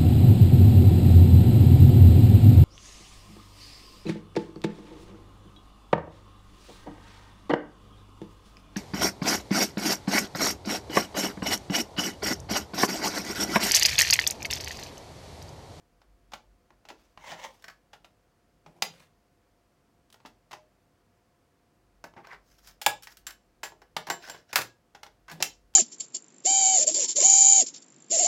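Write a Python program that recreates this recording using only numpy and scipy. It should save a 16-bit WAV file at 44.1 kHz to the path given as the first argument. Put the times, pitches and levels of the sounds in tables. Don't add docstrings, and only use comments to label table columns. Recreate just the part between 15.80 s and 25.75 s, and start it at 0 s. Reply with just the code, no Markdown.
import sys
import numpy as np
from scipy import signal
from scipy.fft import irfft
from scipy.io import wavfile
from scipy.ndimage import uniform_filter1d

SR = 44100
rng = np.random.default_rng(int(sys.argv[2]) if len(sys.argv) > 2 else 0)


def dump(signal):
    limited = np.clip(np.atleast_2d(signal).T, -1, 1)
    pcm = np.round(limited * 32767).astype(np.int16)
    wavfile.write(sys.argv[1], SR, pcm)


N = 438794

# (low [Hz], high [Hz])
BANDS = [(100, 500), (500, 1150), (1150, 2300), (2300, 7800), (7800, 16500)]

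# (frequency [Hz], relative level [dB])
AIR_COLOUR = [(35, -31.5), (60, -2), (76, -1.5), (389, -6.5), (427, -11), (503, -7), (651, -13.5),
              (715, -10.5), (767, -14.5), (1060, -14), (4030, -27), (4420, -25), (16000, -35.5)]
# (frequency [Hz], level [dB])
HUM_LINES = [(99.5, -80.5), (500, -82), (701, -77.5)]
# (time [s], level [dB])
RUMBLE_LEVEL = [(0.0, -73), (0.47, -65.5), (1.99, -74), (5.9, -78), (6.62, -66.5), (9.01, -76.5),
                (9.95, -66)]
# (frequency [Hz], relative level [dB])
RUMBLE_COLOUR = [(22, -21), (34, -15), (42, -4), (48, 5.5), (55, -6), (70, -18.5)]
# (level against direct sound [dB], t60 [s])
ROOM_TAIL = [(-2.5, 0.29), (-7.5, 0.21), (-7.5, 0.17), (-10, 0.22), (-6.5, 0.13)]
# (frequency [Hz], level [dB], t60 [s])
ROOM_MODES = [(166, -56.5, .33), (333, -61.5, .25)]

# (frequency [Hz], relative level [dB], t60 [s])
CABINET_MODES = [(86, -5.5, 0.18), (117, -2, 0.44), (170, -6, .3)]
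# (frequency [Hz], relative level [dB], t60 [s])
SPRING_MODES = [(7364, 0, .17), (7420, -6, .12), (7560, -10, .08)]

# (frequency [Hz], relative level [dB])
PULL_OUT_COLOUR = [(120, -43), (200, -23), (440, -26), (529, -6), (683, -14.5), (916, -2.5), (1300, -19),
                   (2210, -8.5), (2420, -19.5), (3070, -15), (4860, -23.5), (5940, -19.5), (8740, -33),
                   (14300, -40), (16000, -34)]
SLOT_RUB_COLOUR = [(120, -23), (200, -15), (550, -11), (750, -8), (1050, 5.5), (1300, -3.5), (1550, 5),
                   (2300, -2.5), (2900, -13.5), (5200, -17.5), (8500, -34), (16000, -38)]
FINGER_RUSTLE_COLOUR = [(600, -6), (1500, 3.5), (2400, -3), (4200, -2.5), (5400, 4.5), (7400, -4),
                        (8800, -13), (11000, -7.5), (16000, -7.5)]
PUSH_IN_COLOUR = [(120, -38), (200, -17), (509, -7), (659, -2), (1250, -13.5), (1500, 0), (2380, -10.5),
                  (4680, -11.5), (5330, -8), (8900, -28), (16000, -29)]
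DOOR_RUB_COLOUR = [(76, -27.5), (130, -0.5), (370, -19), (444, -19), (522, -2), (638, -17), (863, -13),
                   (1860, -14), (3460, -16.5), (16000, -33.5)]
HINGE_COLOUR = [(100, -13), (160, 9), (240, -4.5), (340, 5.5), (450, -9.5), (750, 1), (1300, -21),
                (2500, -19), (5500, -24.5), (16000, -36.5)]
# (frequency [Hz], relative level [dB])
GRIP_COLOUR = [(300, -14), (900, 10.5), (1400, 2), (3000, 2), (5800, 0), (8500, -9), (16000, -12)]
# (start [s], pressing [s], easing [s], level at full pressure [dB], surface colour)
STROKES = [(1.05, 0.16, .25, -70.5, GRIP_COLOUR), (1.35, .17, 0.052, -41.5, PULL_OUT_COLOUR),
           (1.51, 0.14, 0.046, -40.5, PULL_OUT_COLOUR), (1.6, 0.085, 0.35, -63.5, GRIP_COLOUR),
           (2.83, .05, 0.1, -60, HINGE_COLOUR), (2.88, 0.097, .15, -60, HINGE_COLOUR),
           (3.02, 0.12, .22, -61.5, DOOR_RUB_COLOUR), (3.119, 0.093, .08, -59, DOOR_RUB_COLOUR),
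           (6.349, 0.031, .08, -56.5, SLOT_RUB_COLOUR), (6.425, 0.028, .04, -49, SLOT_RUB_COLOUR),
           (6.46, 0.07, 0.05, -44, SLOT_RUB_COLOUR), (6.58, 0.142, 0.11, -63.5, FINGER_RUSTLE_COLOUR),
           (6.769, 0.024, .025, -57, FINGER_RUSTLE_COLOUR), (6.79, .095, 0.073, -54, FINGER_RUSTLE_COLOUR),
           (7.261, 0.061, 0.025, -54, FINGER_RUSTLE_COLOUR), (8.35, .1, .16, -49, PUSH_IN_COLOUR),
           (8.47, 0.075, .12, -52, PUSH_IN_COLOUR), (8.66, 0.054, .04, -56, PUSH_IN_COLOUR),
           (9.478, .008, 0.078, -47.5, SLOT_RUB_COLOUR), (9.48, 0.041, 0.16, -51, HINGE_COLOUR),
           (9.531, 0.085, .03, -48, HINGE_COLOUR)]

# (frequency [Hz], relative level [dB])
PLASTIC_COLOUR = [(100, -15), (160, -6), (220, -9.5), (340, 0), (480, -2), (620, 2), (850, 8), (1220, -1),
                  (1600, 1), (2800, -1), (5000, -0.5), (7300, -6), (8800, -17), (10500, -13),
                  (16000, -14.5)]
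# (frequency [Hz], relative level [dB])
THICK_PLASTIC_COLOUR = [(100, -5.5), (160, -6.5), (240, -4), (340, -3), (480, -5), (620, -3), (850, 6),
                        (1050, -3.5), (1300, -4.5), (1650, -8), (2300, -8), (2900, 4), (3900, 1), (5200, 0),
                        (7000, -6.5), (8800, -16.5), (10500, -17), (16000, -20)]

# (time [s], level at PIVOT_HZ [dB], hardness [dB/octave], dense ring t60 [s]) # Fingers,
# keys and door edges tap the case; the strong blow at 8.165 s is the entering cassette hitting the deck
CASE_TAPS = [(.2149, -63, 0, 0.042), (.5182, -52, 1, 0.066), (.5339, -39.5, 0.5, 0.057),
             (.9039, -61, -3, 0.026), (1.0511, -56.5, 0, .053), (1.086, -49, 2.5, 0.068),
             (1.1007, -46.5, -1.5, 0.063), (1.374, -51, -2, 0.025), (1.5167, -41.5, -0.5, 0.14),
             (2.1309, -50, 0.5, 0.082), (2.2442, -54.5, 1.5, 0.059), (2.8612, -54, -2, .054),
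             (4.3011, -68, 6.5, 0.02), (4.3249, -63.5, 7.5, 0.041), (4.342, -57.5, 2, 0.024),
             (4.4, -65, -1, 0.052), (4.45, -52.5, -5, 0.026), (4.4572, -50, 2, .08),
             (4.7095, -51.5, 1, 0.047), (4.7151, -48.5, 1.5, 0.026), (4.7287, -43.5, 0.5, 0.075),
             (4.7363, -52, -3, .028), (6.3364, -61.5, -4, 0.024), (6.3637, -56, -5, 0.22),
             (6.5278, -55, -1.5, 0.086), (7.9201, -57.5, -4.5, 0.04), (8.165, -28, 1.2, 0.037),
             (8.2851, -44.5, -3, .04), (8.5441, -52, -3.5, .03), (9.1478, -49.5, 0, .071),
             (9.2305, -44.5, 2, 0.045), (9.263, -52, 0.5, .052), (9.9375, -63.5, 4.5, 0.037)]
REEL_RATTLES = [(1.823, -66, 2, 0.028), (1.8415, -47, -3.5, 0.036), (1.8813, -46.5, -3.5, 0.047),
                (1.8985, -54.5, -3, 0.062), (6.8719, -61, 3.5, 0.083), (7.2239, -63.5, 4.5, 0.016),
                (7.2316, -59, 4.5, 0.083), (7.2708, -47.5, -2.5, 0.048), (7.3697, -62, 4, .048),
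                (7.4672, -44, 2, 0.066), (7.486, -52, -5.5, 0.13), (7.5061, -54, 2.5, 0.029),
                (9.4812, -50.5, -4.5, 0.082), (9.497, -47, -3.5, 0.068)]
CASSETTE_KNOCKS = [(6.2402, -46, -2, .055), (6.4702, -55, -1.5, .02), (7.8319, -38, 0.5, 0.12),
                   (8.0171, -58, -2.5, .061), (8.2686, -45, -.5, .086), (8.2999, -30, -0.35, .06),
                   (8.323, -49.5, 2, .04), (8.4747, -51.5, -0.5, .028), (8.4852, -50.5, -0.5, .044),
                   (8.4973, -43, 1, .044), (9.5141, -49.5, 2, .087)]
HOLDER_BLOWS = [(8.729, -37, -.5, .059), (8.757, -23, 1.5, .038), (8.769, -34, 0.5, .049),
                (8.7769, -37.5, 0.5, .04), (8.7852, -33, -2.5, .054), (8.809, -39.5, -1, .07),
                (8.8162, -43.5, 2.5, .038)]
DOOR_BLOWS = [(7.0146, -42, 2, .073), (7.0623, -21.5, 1, 0.028), (7.0658, -25.5, -3, .033)]
LATCH_SNAPS = [(3.0215, -26.5, 0, 0.036), (9.6026, -41, -4.5, .15), (9.6246, -28, 2.7, 0.033)]

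# (frequency [Hz], relative level [dB], t60 [s])
CASE_MODES = [(161.8, -10, 0.1), (310, -6, 0.086), (613, -6, 0.52), (775.5, 0, 0.03), (884, 1, 0.12),
              (1038.5, 8.5, 0.035), (1710, -8, 0.17), (2270, 0, 0.061), (2648, 1, 0.038)]
CASSETTE_MODES = [(370, 0, 0.046), (682.4, -1.5, 0.14), (1546, 10, 0.064), (1696, -4.5, 0.21),
                  (1990, -14.5, 0.11), (2970, -11.5, 0.23), (4830, -16, 0.056), (5430, 4, 0.063)]
HOLDER_MODES = [(528, -6.5, 0.064), (950, -5.5, .1), (1440, -4.5, .08), (1657, -14.5, 0.28),
                (2118, 0.5, 0.033), (2680, -2, 0.054), (3250, -8.5, 0.033), (3626, -13.5, 0.055)]
DOOR_MODES = [(181, -6, 0.12), (300, -5.5, .1), (583, -7, 0.044), (823, 7.5, 0.044), (1373, -7.5, .05),
              (1683, -2.5, 0.15), (2780, -4, .04), (3435, -0.5, 0.025), (7025, -9, 0.054)]
LATCH_MODES = [(166.9, -1.5, 0.17), (324, -2, 0.12), (714, -5, 0.073), (912, 2.5, 0.057), (2025, 15, 0.025),
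               (2700, 0, 0.033), (3172, -2.5, 0.036), (4020, -5.5, .03), (4860, 2.5, 0.037),
               (4990, -7.5, .035)]

# (thud [dB], case [dB], shell [dB], clack [dB], tick [dB])
TAP_BALANCE = (-13, -1, -3, -5.5, -19.5)
RATTLE_BALANCE = (-30, -12, 0.5, 1, -5.5)
KNOCK_BALANCE = (-11, -0.5, .5, -1, -9)
HOLDER_BALANCE = (-15.5, -5.5, 0.5, 0, -5.5)
DOOR_BALANCE = (-28.5, 0, -5.5, 0, -7)
LATCH_BALANCE = (-21, -4.5, -6, 3, -9.5)

AIR_DB = -69
PIVOT_HZ = 1600
JOLT_DB = -41.5
STROKE_SWELL = 1.9
TOP_HZ = 16000


def undb(db):
    return 10 ** (np.asarray(db) / 20)


def unit(x):
    return x / np.sqrt(np.mean(x ** 2))


def noise(colour, band_hz, size):
    f_hz = np.fft.rfftfreq(size, 1 / SR) + 1
    colour_hz, colour_db = np.transpose(colour)
    edges = 1 / np.sqrt((1 + (band_hz[0] / f_hz) ** 16) * (1 + (f_hz / band_hz[1]) ** 16))
    gain = undb(np.interp(np.log(f_hz), np.log(colour_hz), colour_db)) * edges
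    phase = np.exp(2j * np.pi * rng.random(len(f_hz)))
    return unit(irfft(gain * phase, size))


def fade(t_s, t60_s):
    return np.exp(-np.log(1000) * t_s / t60_s)


def ring(t_s, modes, spread_db=2, detune=.004):
    out = np.zeros(len(t_s))
    for hz, db, t60_s in modes:
        size, shift = rng.standard_normal(2)
        cycles = hz * (1 + detune * shift) * t_s + rng.random()
        out += undb(db + spread_db * size) * fade(t_s, t60_s) * np.sin(2 * np.pi * cycles)
    return out


def add(track, start_s, sound):
    i = int(start_s * SR)
    track[i:i + len(sound)] += sound[:N - i]


def room_tone(hum_width_hz=2.5):
    t_s = np.arange(N) / SR
    air = undb(AIR_DB) * noise(AIR_COLOUR, (65, SR / 2), size=2 ** 19)[:N]
    rumble_gain = undb(np.interp(t_s, *np.transpose(RUMBLE_LEVEL)))
    rumble = rumble_gain * noise(RUMBLE_COLOUR, (20, 75), size=2 ** 19)[:N]
    drift_rad = np.sqrt(2 * np.pi * hum_width_hz / SR)
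    hum = np.zeros(N)
    for hz, db in HUM_LINES:
        wander = drift_rad * np.cumsum(rng.standard_normal(N))
        hum += undb(db) * np.sin(2 * np.pi * hz * t_s + wander)
    return air + rumble + hum


def room(x, first_echo_s=0.0068, build_s=0.0027):
    t_s = np.arange(2 ** 14) / SR
    response = ring(t_s, ROOM_MODES, spread_db=3.5)
    onset = 1 - np.exp(-np.maximum(t_s - first_echo_s, 0) / build_s)
    for (lo, hi), (db, t60_s) in zip(BANDS, ROOM_TAIL):
        tail = noise([(lo, 0), (hi, 0)], (lo, hi), size=len(t_s)) * onset * fade(t_s, t60_s)
        response += undb(db) * tail * np.sqrt(2 * (hi - lo) / SR / np.sum(tail ** 2))
    return x + signal.oaconvolve(x, response)[:N]


def push_db(db, hardness, hz):
    return db + hardness * np.log2(hz / PIVOT_HZ)


def strikes(table, modes, coupling_db):
    out, t_s = np.zeros(N), np.arange(2 ** 14) / SR
    for start_s, db, hardness, _ in table:
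        jolt_db = push_db(db, hardness, modes[0][0])
        if jolt_db > JOLT_DB:
            add(out, start_s, undb(coupling_db + jolt_db) * ring(t_s, modes, spread_db=1, detune=.003))
    return out


def cabinet():
    return (strikes(HOLDER_BLOWS, CABINET_MODES, coupling_db=-25)
            + strikes(CASSETTE_KNOCKS, CABINET_MODES, coupling_db=-35)
            + strikes(LATCH_SNAPS + DOOR_BLOWS, CABINET_MODES, coupling_db=-37.5))


def spring():
    return (strikes(CASSETTE_KNOCKS, SPRING_MODES, coupling_db=-3.0)
            + strikes(REEL_RATTLES, SPRING_MODES, coupling_db=0)
            + strikes(DOOR_BLOWS + HOLDER_BLOWS, SPRING_MODES, coupling_db=-20.5))


def stroke(press_s, ease_s, db, colour):
    t_s = np.arange(2 ** 15) / SR
    pressure = np.interp(t_s, [0, press_s, press_s + ease_s], [0, 1, 0])
    return undb(db) * pressure ** STROKE_SWELL * noise(colour, (110, 16500), size=len(t_s))


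def slides():
    catches_per_s, catch_t60_s, catch_spread_db, patchy_db = 1500, .025, 3, 2.5
    caught = rng.random(N) < catches_per_s / SR
    catches = caught * undb(catch_spread_db * rng.standard_normal(N))
    tick = fade(np.arange(SR // 10) / SR, catch_t60_s)
    grain = unit(signal.fftconvolve(catches, tick)[:N])
    rubbing = np.zeros(N)
    for start_s, *gesture in STROKES:
        add(rubbing, start_s, stroke(*gesture))
    cells = signal.stft(rubbing, nperseg=256)[2]
    patches = uniform_filter1d(rng.standard_normal(cells.shape), size=5, axis=1)
    patches = uniform_filter1d(patches, size=2, axis=0)
    patch_gain = unit(undb(patchy_db * unit(patches)))
    rubbing = signal.istft(cells * patch_gain)[1][:N]
    return grain * rubbing


def blows(table, balance, colour, modes, modes_db, rise_s, rise_cycles):
    out, t_s = np.zeros(N), np.arange(2 ** 14) / SR
    attack = slice(0, SR // 100)
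    for start_s, db, hardness, t60_s in table:
        for (lo, hi), share_db in zip(BANDS, balance):
            dense = noise(colour, (lo, hi), size=len(t_s)) * fade(t_s, t60_s)
            band_modes = [mode for mode in modes if lo <= mode[0] < hi]
            tones = undb(modes_db) * ring(t_s, band_modes)
            onset = 1 - np.exp(-(t_s / (rise_s + rise_cycles / hi)) ** 2)
            sound = (dense + tones) * onset
            level_db = share_db + push_db(db, hardness, np.sqrt(lo * hi))
            add(out, start_s, sound * undb(level_db) / np.std(sound[attack]))
    return out


def case_taps():
    return blows(CASE_TAPS, TAP_BALANCE, THICK_PLASTIC_COLOUR, CASE_MODES,
                 modes_db=-17.5, rise_s=0.0013, rise_cycles=0.28)


def reel_rattles():
    return blows(REEL_RATTLES, RATTLE_BALANCE, PLASTIC_COLOUR, CASSETTE_MODES,
                 modes_db=-10.5, rise_s=.00032, rise_cycles=.9)


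def cassette_knocks():
    return blows(CASSETTE_KNOCKS, KNOCK_BALANCE, PLASTIC_COLOUR, CASSETTE_MODES,
                 modes_db=-9.5, rise_s=.00032, rise_cycles=1.0)


def holder_blows():
    return blows(HOLDER_BLOWS, HOLDER_BALANCE, PLASTIC_COLOUR, HOLDER_MODES,
                 modes_db=-6, rise_s=.0008, rise_cycles=.9)


def door_blows():
    return blows(DOOR_BLOWS, DOOR_BALANCE, PLASTIC_COLOUR, DOOR_MODES,
                 modes_db=-4, rise_s=.0007, rise_cycles=.9)


def latch_snaps():
    return blows(LATCH_SNAPS, LATCH_BALANCE, PLASTIC_COLOUR, LATCH_MODES,
                 modes_db=-11.0, rise_s=.00057, rise_cycles=0.55)


def scene():
    cassette = cassette_knocks() + reel_rattles() + spring()
    parts = [slides(), case_taps(), cassette, holder_blows(), door_blows(), latch_snaps()]
    return (room_tone() + cabinet() + sum(room(part) for part in parts))[None]


def record(dry):
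    low_pass = signal.ellip(10, .1, 70, TOP_HZ, fs=SR, output="sos")
    return signal.sosfilt(low_pass, dry)


dry = scene()
out = record(dry)
dump(out)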